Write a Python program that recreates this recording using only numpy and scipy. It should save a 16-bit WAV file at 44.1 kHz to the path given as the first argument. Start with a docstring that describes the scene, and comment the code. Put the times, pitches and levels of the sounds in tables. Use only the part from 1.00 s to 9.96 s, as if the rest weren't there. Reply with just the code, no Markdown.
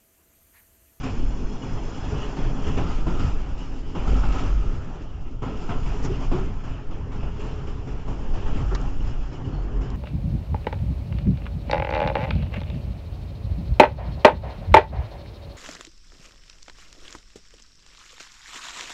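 """The body of a slowly moving railway carriage heaves and booms as it crosses points in a yard.
Body: three bands of low noise on a steady level curve, rocked further by each rail joint.
Wheels roll and knock: four ranges of noise follow rolling and joint levels; floor and wheel notes follow.
Fittings hum briefly and flanges sing faintly in a curve: narrow resonant noise.
Late on, something near the microphone ticks in bouncing noise bursts; a short bright hiss comes earlier."""
import sys
import numpy as np
from scipy import signal
from scipy.fft import rfft, irfft
from scipy.io import wavfile
from scipy.ndimage import uniform_filter1d

SR = 44100
rng = np.random.default_rng(int(sys.argv[2]) if len(sys.argv) > 2 else 0)


def put_to_file(sound):
    """Save the sound as 16-bit audio at rate SR, in the file named by the first command-line argument."""
    columns = np.atleast_2d(sound).T  # one column per channel
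    safe = np.clip(columns, -1, 1)
    whole_steps = np.round(safe * 32767)
    wavfile.write(sys.argv[1], SR, whole_steps.astype(np.int16))


N = 395136
TIME = np.arange(N) / SR
CLATTER_SHARE = 0.7  # share of the brightness dB that clatter takes; hiss takes all

# steel rolling on steel: (time [s], roar level [dB], floor drone re roar [dB], brightness [dB],
# wheel note strength before its fixed offset [dB])
ROLLING = [(0.0, -42.5, 1.5, 2, -1), (0.25, -46, 8.5, 1, -2), (0.6, -47, 8, 0.5, -9),
           (1.2, -41, 1.5, 2, -3), (1.35, -44, 2, 1, -6), (1.55, -42, 6.5, -0.5, -1), (1.75, -41, 3, 1, -4),
           (1.9, -41, 2.5, 3.5, 7), (2.05, -46, 4.5, 4, 3.5), (2.25, -42.5, 3, 4, 8),
           (2.56, -48, 5.5, -1.2, -7), (2.93, -52, 10, 6.5, -2), (3.14, -40, 4, 3.5, 5),
           (3.35, -41, 3, 0.5, 2.5), (3.7, -47, 8, 2.8, 8), (4.05, -50, 3, -0.8, -7),
           (4.4, -57, 10.5, 1.5, 5), (4.6, -45.5, 2, 2, 3.5), (5.19, -43.5, 5, 2, -2),
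           (5.6, -48.5, 3.5, -1, 0), (5.92, -52, 8, -7.5, -3), (6.3, -47.5, 6.5, -1.5, -4),
           (6.9, -50, 4.5, -1.5, -7.5), (7.4, -48, 6, 1, -7), (7.6, -42.5, 5.5, 0.5, 4),
           (8.1, -49, 6, 2, -3), (8.96, -45.5, 7, -8, -17)]
# wheels over joints and crossings: (time [s], nominal roar peak [dB], thud re peak [dB], brightness [dB],
# roar t60 [s])
JOINTS = [(0.032, -31, 11, 5, 0.27), (0.632, -35.5, 6, 0, 0.75), (1.118, -35, 11.5, -6, 0.38),
          (1.217, -30, -7, -2, 0.15), (1.366, -28, 3.5, -6, 0.45), (1.667, -28, 6.5, 1.5, 0.24),
          (1.771, -23, 5, -5.5, 0.24), (2.065, -26.5, 7.5, -4, 0.34), (2.193, -28, 10.5, 2, 0.21),
          (2.575, -46, 0, 11, 1), (2.948, -28, 4.5, -5, 0.53), (3.068, -31, 11, 1.5, 0.27),
          (3.234, -29, 6, -6, 0.45), (3.32, -32.5, -6, 5, 0.48), (3.381, -32.5, -14, 7, 0.39),
          (4.42, -29, 5.5, -4.5, 0.58), (4.69, -23.5, 3, -9, 0.31), (4.859, -41, -4, 7, 0.32),
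          (5.043, -28, 6.5, -2, 0.14), (5.312, -25.5, 4.5, -5, 0.52), (5.636, -37.5, -0.6, 0.5, 0.97),
          (5.907, -38.5, 2.5, -2, 0.71), (6.116, -38, -8, -0.5, 0.98), (6.228, -30, 0.3, -10, 0.16),
          (6.394, -35, 2.5, 1, 1), (6.669, -36.5, -2, 2, 0.37), (6.87, -35.5, 5.5, -4.5, 0.58),
          (7.075, -33.5, 3.5, -3, 0.68), (7.337, -32.5, 6.5, -2, 0.3), (7.459, -28.5, 4, -7, 0.23),
          (7.56, -41, 10.5, -6, 0.52), (7.709, -29.5, -10, -19, 0.31), (8.069, -38.5, 8.5, 3.5, 0.24),
          (8.324, -42, 3.5, 5, 0.25), (8.447, -48.5, 21, 7, 0.36), (8.809, -38.5, 2.5, 1, 0.63)]


def gain_of(db):
    """Amplitude gain of a level in dB."""
    return 10 ** (np.asarray(db) / 20)


def evened(x):
    """Scale to rms 1."""
    return x / np.sqrt(np.mean(x ** 2) + 1e-20)


def read(points, hz):
    """Interpolate a (frequency, value) table over log frequency."""
    f, value = np.transpose(points)
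    return np.interp(np.log(hz + 1), np.log(f + 1), value)


def curves(rows):
    """Interpolate each column of a table over the scene's time."""
    s, *columns = np.transpose(rows)
    return [np.interp(TIME, s, column) for column in columns]


def add(mix, s, sound):
    """Add a sound into mix from time s, cut at the end."""
    part = mix[round(s * SR):][:len(sound)]
    part += sound[:len(part)]


def coloured(gain):
    """Scene-long noise of rms 1, its spectrum shaped by gain(hz)."""
    spectrum = rfft(rng.standard_normal(N))
    return evened(irfft(spectrum * gain(np.fft.rfftfreq(N, 1 / SR)), N))


def wander(top_hz):
    """Slow random curve of rms 1, changing mostly below top_hz."""
    return coloured(lambda hz: np.exp(-(hz / top_hz) ** 2))


def resonate(x, centre_hz, width_hz):
    """One-pole resonance of gain 1: shift down to 0 Hz, smooth, shift back."""
    turn = np.exp(2j * np.pi * centre_hz * np.arange(len(x)) / SR)
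    r = np.exp(-np.pi * width_hz / SR)
    return 2 * (turn * signal.lfilter([1 - r], [1, -r], x / turn)).real


def whistle(centre_hz, width_hz):
    """Scene-long noise of rms 1 in one steep resonance."""
    return coloured(lambda hz: 1 / (1 + (2 * (hz - centre_hz) / width_hz) ** 2))


def body():
    """Sprung body: heave, bending note and floor boom; steady power plus rocking after each joint."""
    # steady part: (time [s], heave level [dB], bending note level [dB], floor boom level [dB])
    steady = [(0.0, -31, -32, -37), (0.25, -23.5, -32, -38.5), (0.7, -29, -36, -37), (1.15, -34, -33, -38),
              (1.33, -27, -44, -41), (1.6, -23.5, -37, -36), (1.9, -22, -26, -32), (2.04, -25, -34.5, -39),
              (2.4, -25, -28.5, -40), (2.6, -27.5, -39, -40), (2.98, -27, -38, -39),
              (3.12, -20.5, -20.5, -28), (3.7, -21, -27, -34), (3.8, -32.5, -39, -36.5),
              (4.4, -27.5, -39, -41), (5.1, -23, -28.5, -33), (5.3, -19, -33, -30),
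              (5.6, -27.5, -33.5, -38.5), (6.6, -30, -32, -34), (7.0, -29.5, -38, -38),
              (7.3, -22, -34.5, -37.5), (7.65, -25.5, -27, -30), (8.0, -25.5, -26, -32),
              (8.3, -32.5, -37, -37), (8.5, -34, -38.5, -32), (8.75, -30, -24, -40),
              (8.96, -35, -26, -33.5)]
    # rocking by each thud, rows heave, bending note, boom: (level re thud [dB], rise constant [s], t60 [s])
    rocking_settings = [(-8, 0.051, 1), (-9, 0.021, 1), (-4, 0.0098, 0.56)]
    # heave spectrum: (frequency [Hz], relative density [dB per Hz])
    heave_shape = [(3, -5.5), (10, -3), (22, -3), (33, -10.5), (40, -25)]
    # bending note spectrum: (frequency [Hz], relative density [dB per Hz])
    bending_shape = [(30, -28), (38, -10), (45, 2.5), (54, -10), (62, -23)]
    # boom spectrum: (frequency [Hz], relative density [dB per Hz])
    boom_shape = [(50, -19.5), (62, 0.5), (80, -2.5), (95, 1), (112, -6.5), (130, 0), (148, -8.5),
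                  (170, -11), (190, -23.5), (240, -40.5)]
    waver_db, waver_hz = 2, 6

    heave = coloured(lambda hz: gain_of(read(heave_shape, hz)) * (hz > 3) * (hz < 42))
    bending = coloured(lambda hz: gain_of(read(bending_shape, hz)) * (hz > 28) * (hz < 65))
    boom = coloured(lambda hz: gain_of(read(boom_shape, hz)) * (hz > 48) * (hz < 250))
    out = np.zeros(N)
    for steady_db, settings, noise in zip(curves(steady), rocking_settings, [heave, bending, boom]):
        level = np.sqrt(gain_of(steady_db) ** 2 + rocking(*settings))
        out += level * gain_of(waver_db * wander(waver_hz)) * noise
    return out


def rocking(db, rise_s, t60_s):
    """Power that joint thuds pass to the body: each swings up, then decays."""
    power, t = np.zeros(N), np.arange(SR) / SR
    swing = (1 - np.exp(-t / rise_s)) * gain_of(db - 60 * t / t60_s)
    for s, peak_db, thud_db, *_ in JOINTS:
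        add(power, s, (swing * gain_of(peak_db + thud_db)) ** 2)
    return power


def rolling():
    """Rolling amplitude of drone, roar, clatter, hiss: rough rail shakes all together, each also flutters."""
    clatter_db, hiss_db = -9, -13.5  # re roar, before brightness
    roar_db, drone_db, bright_db, _ = curves(ROLLING)
    relative_db = np.array([drone_db, 0 * roar_db,
                            clatter_db + CLATTER_SHARE * bright_db, hiss_db + bright_db])
    common_db = 0.8 * wander(14)
    flutter_db = np.array([wander(10), 0.7 * wander(14), 0.8 * wander(12), 0.8 * wander(25)])
    return gain_of(roar_db + relative_db + common_db + flutter_db)


def joints():
    """Joint amplitude of the four ranges: a hard knock, then a ring of the carriage; the thud is slower."""
    clatter_db, hiss_db = -7, -12.5  # re peak, before brightness
    rise_s = 0.0028  # time constant, scaled by slow
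    crest = 3  # noise peaks stand about three times over rms
    power, t = np.zeros((4, N)), np.arange(SR) / SR
    knock = 1 + 0.3 * np.exp(-t / 0.008)
    for s, peak_db, thud_db, bright_db, t60_s in JOINTS:
        ranges = [(thud_db, 1.3), (0, 1),  # (level re peak [dB], time stretch)
                  (clatter_db + CLATTER_SHARE * bright_db, 1.1), (hiss_db + bright_db, 0.9)]
        for k, (db, slow) in enumerate(ranges):
            swell = knock * (1 - np.exp(-t / (rise_s * slow)))
            fall_db = 60 * (t / (t60_s * slow)) ** 1.25  # holds, then falls
            add(power[k], s, (swell * gain_of(peak_db + db - fall_db)) ** 2)
    return np.sqrt(power) / crest


def track_noise():
    """Track vibration coloured by the cabin, split by frequency: floor drone, roar, clatter, hiss."""
    # colour of track sound inside, held above 7300 Hz: (frequency [Hz], relative density [dB per Hz])
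    cabin = [(88, -33), (150, 4.5), (182, -0.5), (261, -5), (404, -7.5), (483, -11.5), (658, -14),
             (738, -11.5), (1280, -21.5), (2050, -30), (2940, -24), (3810, -36.5), (5190, -31.5),
             (7300, -33.5), (9490, -69), (16100, -120)]
    # resonances of floor, walls and wheels: (frequency [Hz], width [Hz], boost [dB])
    panels = [(233, 7.5, 0.5), (271, 14, 5), (330.5, 10, 4), (714, 320, -4), (1320, 130, 0),
              (3000, 360, -1.5), (5160, 1000, 4), (6970, 180, 2)]
    edges_hz = [170, 560, 1950, 3700, 12000]

    def inside(hz):
        boost_db = sum(db / (1 + (2 * (hz - f) / width) ** 2) for f, width, db in panels)
        return gain_of(read(cabin, np.minimum(hz, 7300)) + boost_db)

    def power_below(hz, edge_hz):
        return 1 / (1 + (hz / edge_hz) ** 12)

    def one_range(lo, hi):
        return coloured(lambda hz: inside(hz) * np.sqrt(power_below(hz, hi) * (1 - power_below(hz, lo))))

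    return np.array([one_range(lo, hi) for lo, hi in zip(edges_hz, edges_hz[1:])])


def patchy(x, depth_db):
    """Random time-frequency patches swell and sink, as different panels take up the shaking."""
    z = signal.stft(x, nperseg=512)[2]
    patches = uniform_filter1d(rng.standard_normal(z.shape), size=5, axis=0)  # over frequency
    patches = uniform_filter1d(patches, size=9, axis=1)  # over time
    return signal.istft(z * gain_of(depth_db * evened(patches)), nperseg=512)[1][:N]


def moan(drone, roar):
    """Floor and wheel resonances: narrow noise follows drone and roar; floor notes also swell by chance."""
    # two floor notes: (frequency [Hz], width [Hz], level re drone, before waver and strength curve [dB])
    floor_notes = [(261, 53, -7), (418.4, 45, -12.5)]
    # strength of the higher floor note: (time [s], added level [dB])
    high_strength = [(0, -7), (.9, 3), (1.5, 7), (2.2, -2), (2.9, 1.5), (3.5, -4.5), (4.4, -3), (5.0, 2),
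                     (5.5, 3), (6.0, 2.5), (6.6, 8), (7.3, 3.5), (7.9, -5.5), (8.96, 2)]
    # wheel note, one row: (frequency [Hz], width [Hz], level re roar, before rolling strength [dB])
    wheel_note = (1300, 180, -10.5)
    waver_db, waver_hz = 2, 3.6

    low, high = (gain_of(db + waver_db * wander(waver_hz)) * whistle(hz, width)
                 for hz, width, db in floor_notes)
    floor = drone * (low + gain_of(curves(high_strength)[0]) * high)
    hz, width, db = wheel_note
    wheel = roar * gain_of(db + curves(ROLLING)[-1]) * whistle(hz, width)
    return floor + wheel


def hums():
    """Floor, panels and fittings ring briefly: narrow noise, wider at higher pitch."""
    # (time [s], frequency [Hz], level [dB], fall constant [s])
    ringing = [(0.619, 2930, -46, 0.018), (1.203, 2930, -45.5, 0.048), (1.38, 129, -31.5, 0.22),
               (2.071, 255, -26.5, 0.028), (2.607, 2960, -51.5, 0.044), (3.068, 1300, -38, 0.021),
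               (3.153, 1300, -42, 0.033), (3.232, 1400, -34, 0.013), (3.357, 1310, -39, 0.048),
               (4.418, 260, -37, 0.087), (4.704, 730, -37.5, 0.036), (5.041, 370, -42, 0.052),
               (5.089, 390, -28.5, 0.041), (5.311, 363, -29.5, 0.13), (7.709, 376, -32.5, 0.048),
               (8.0, 2930, -49, 0.016), (8.333, 2970, -56, 0.06), (8.442, 2950, -53, 0.03),
               (8.515, 4350, -65, 0.14), (7.754, 1192, -43, 0.024)]
    out, t = np.zeros(N), np.arange(SR // 2) / SR
    for s, hz, db, length_s in ringing:
        width_hz = 30 + 0.041 * hz  # of each of two passes
        held = np.minimum(t / 0.0064, 1) * np.exp(-(t / length_s) ** 3)
        noise = rng.standard_normal(2 * len(t))
        ring = resonate(resonate(noise, hz, width_hz), hz, width_hz)
        tone = held * ring[len(t):]  # skip the resonator's build-up
        add(out, s, gain_of(db) * tone / np.sqrt(np.sum(tone ** 2) / np.sum(held ** 2)))
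    return out


def flanges():
    """Wheel modes fed by flange friction: fuzzy wavering lines that come and go."""
    # rubbing in the curve: (time [s], added level [dB])
    singing = [(0, 4), (.9, 10), (1.3, 4.5), (1.8, 9), (2, -20), (3, -19), (4.3, -21), (4.5, -5),
               (8.96, -11)]
    # wheel modes: (frequency [Hz], rms before waver and singing [dB])
    modes = [(3332, -70), (4285, -77), (5060, -75), (5227, -73), (5819, -74), (6175, -76), (6761, -78),
             (7106, -78), (7650, -84), (8349, -95)]
    lines = sum(gain_of(db + 0.64 * wander(5.5)) * whistle(hz, 83) for hz, db in modes)
    return gain_of(curves(singing)[0]) * lines


def ticks():
    """Dry snaps close by: decaying resonant noise that bounces every few milliseconds."""
    # (time [s], peak [dB], centre [Hz], t60 of the excitation [s])
    snaps = [(7.7495, -25, 4100, .05), (7.751, -31, 2300, .04), (7.7505, -24, 1220, .05),
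             (7.815, -38, 6500, .02), (8.903, -39, 6200, .015), (8.903, -37, 3100, .015)]
    out, t = np.zeros(N), np.arange(4000) / SR
    bounces = 0.15 + np.exp(-(t % 0.0042) / 0.0013)
    for s, db, hz, t60_s in snaps:
        width_hz = 0.8 * hz
        burst = rng.standard_normal(len(t)) * bounces * gain_of(-60 * t / t60_s)
        snap = resonate(resonate(burst, hz, width_hz), hz, width_hz)
        add(out, s, gain_of(db) * snap / abs(snap).max())
    return out


def puff():
    """One short bright hiss: twice-resonated noise under a smooth window."""
    start_s, length_s, centre_hz, width_hz = 5.02, 0.06, 5900, 3500
    rms_db = -45  # before the window
    noise = rng.standard_normal(round(length_s * SR))
    air = resonate(resonate(noise, centre_hz, width_hz), centre_hz, width_hz)
    out = np.zeros(N)
    add(out, start_s, gain_of(rms_db) * evened(air) * np.hanning(len(air)))
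    return out


def scene():
    """Mix all sources to one channel; rolling and joint levels add in power."""
    shaking = np.hypot(rolling(), joints())
    track = patchy((shaking * track_noise()).sum(0), depth_db=1.5)
    drone, roar = shaking[:2]
    mix = body() + track + moan(drone, roar) + hums() + flanges() + ticks() + puff()
    return mix[None]


def record(dry):
    """Gently squeeze large swings, fade the microphone's top treble, band-limit, add faint electronic hiss."""
    # microphone response: (frequency [Hz], gain [dB])
    response = [(7300, 0.5), (7600, -5), (7950, -19), (8400, -17), (8800, -24)]
    edge_hz, hiss_db = 8900, -102.5
    margin = 2048  # samples of reflected padding
    squeezed = 0.45 * np.tanh(dry / 0.46)
    padded = np.pad(squeezed, ((0, 0), (margin, margin)), "reflect", reflect_type="odd")
    size = padded.shape[1]
    response_gain = gain_of(read(response, np.fft.rfftfreq(size, 1 / SR)))
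    heard = irfft(rfft(padded) * response_gain, size)
    lowpass = signal.firwin(511, edge_hz, window=("kaiser", 9), fs=SR)
    limited = signal.oaconvolve(heard, lowpass[None], "same")
    return limited[:, margin:-margin] + gain_of(hiss_db) * rng.standard_normal(dry.shape)


dry = scene()
out = record(dry)
put_to_file(out)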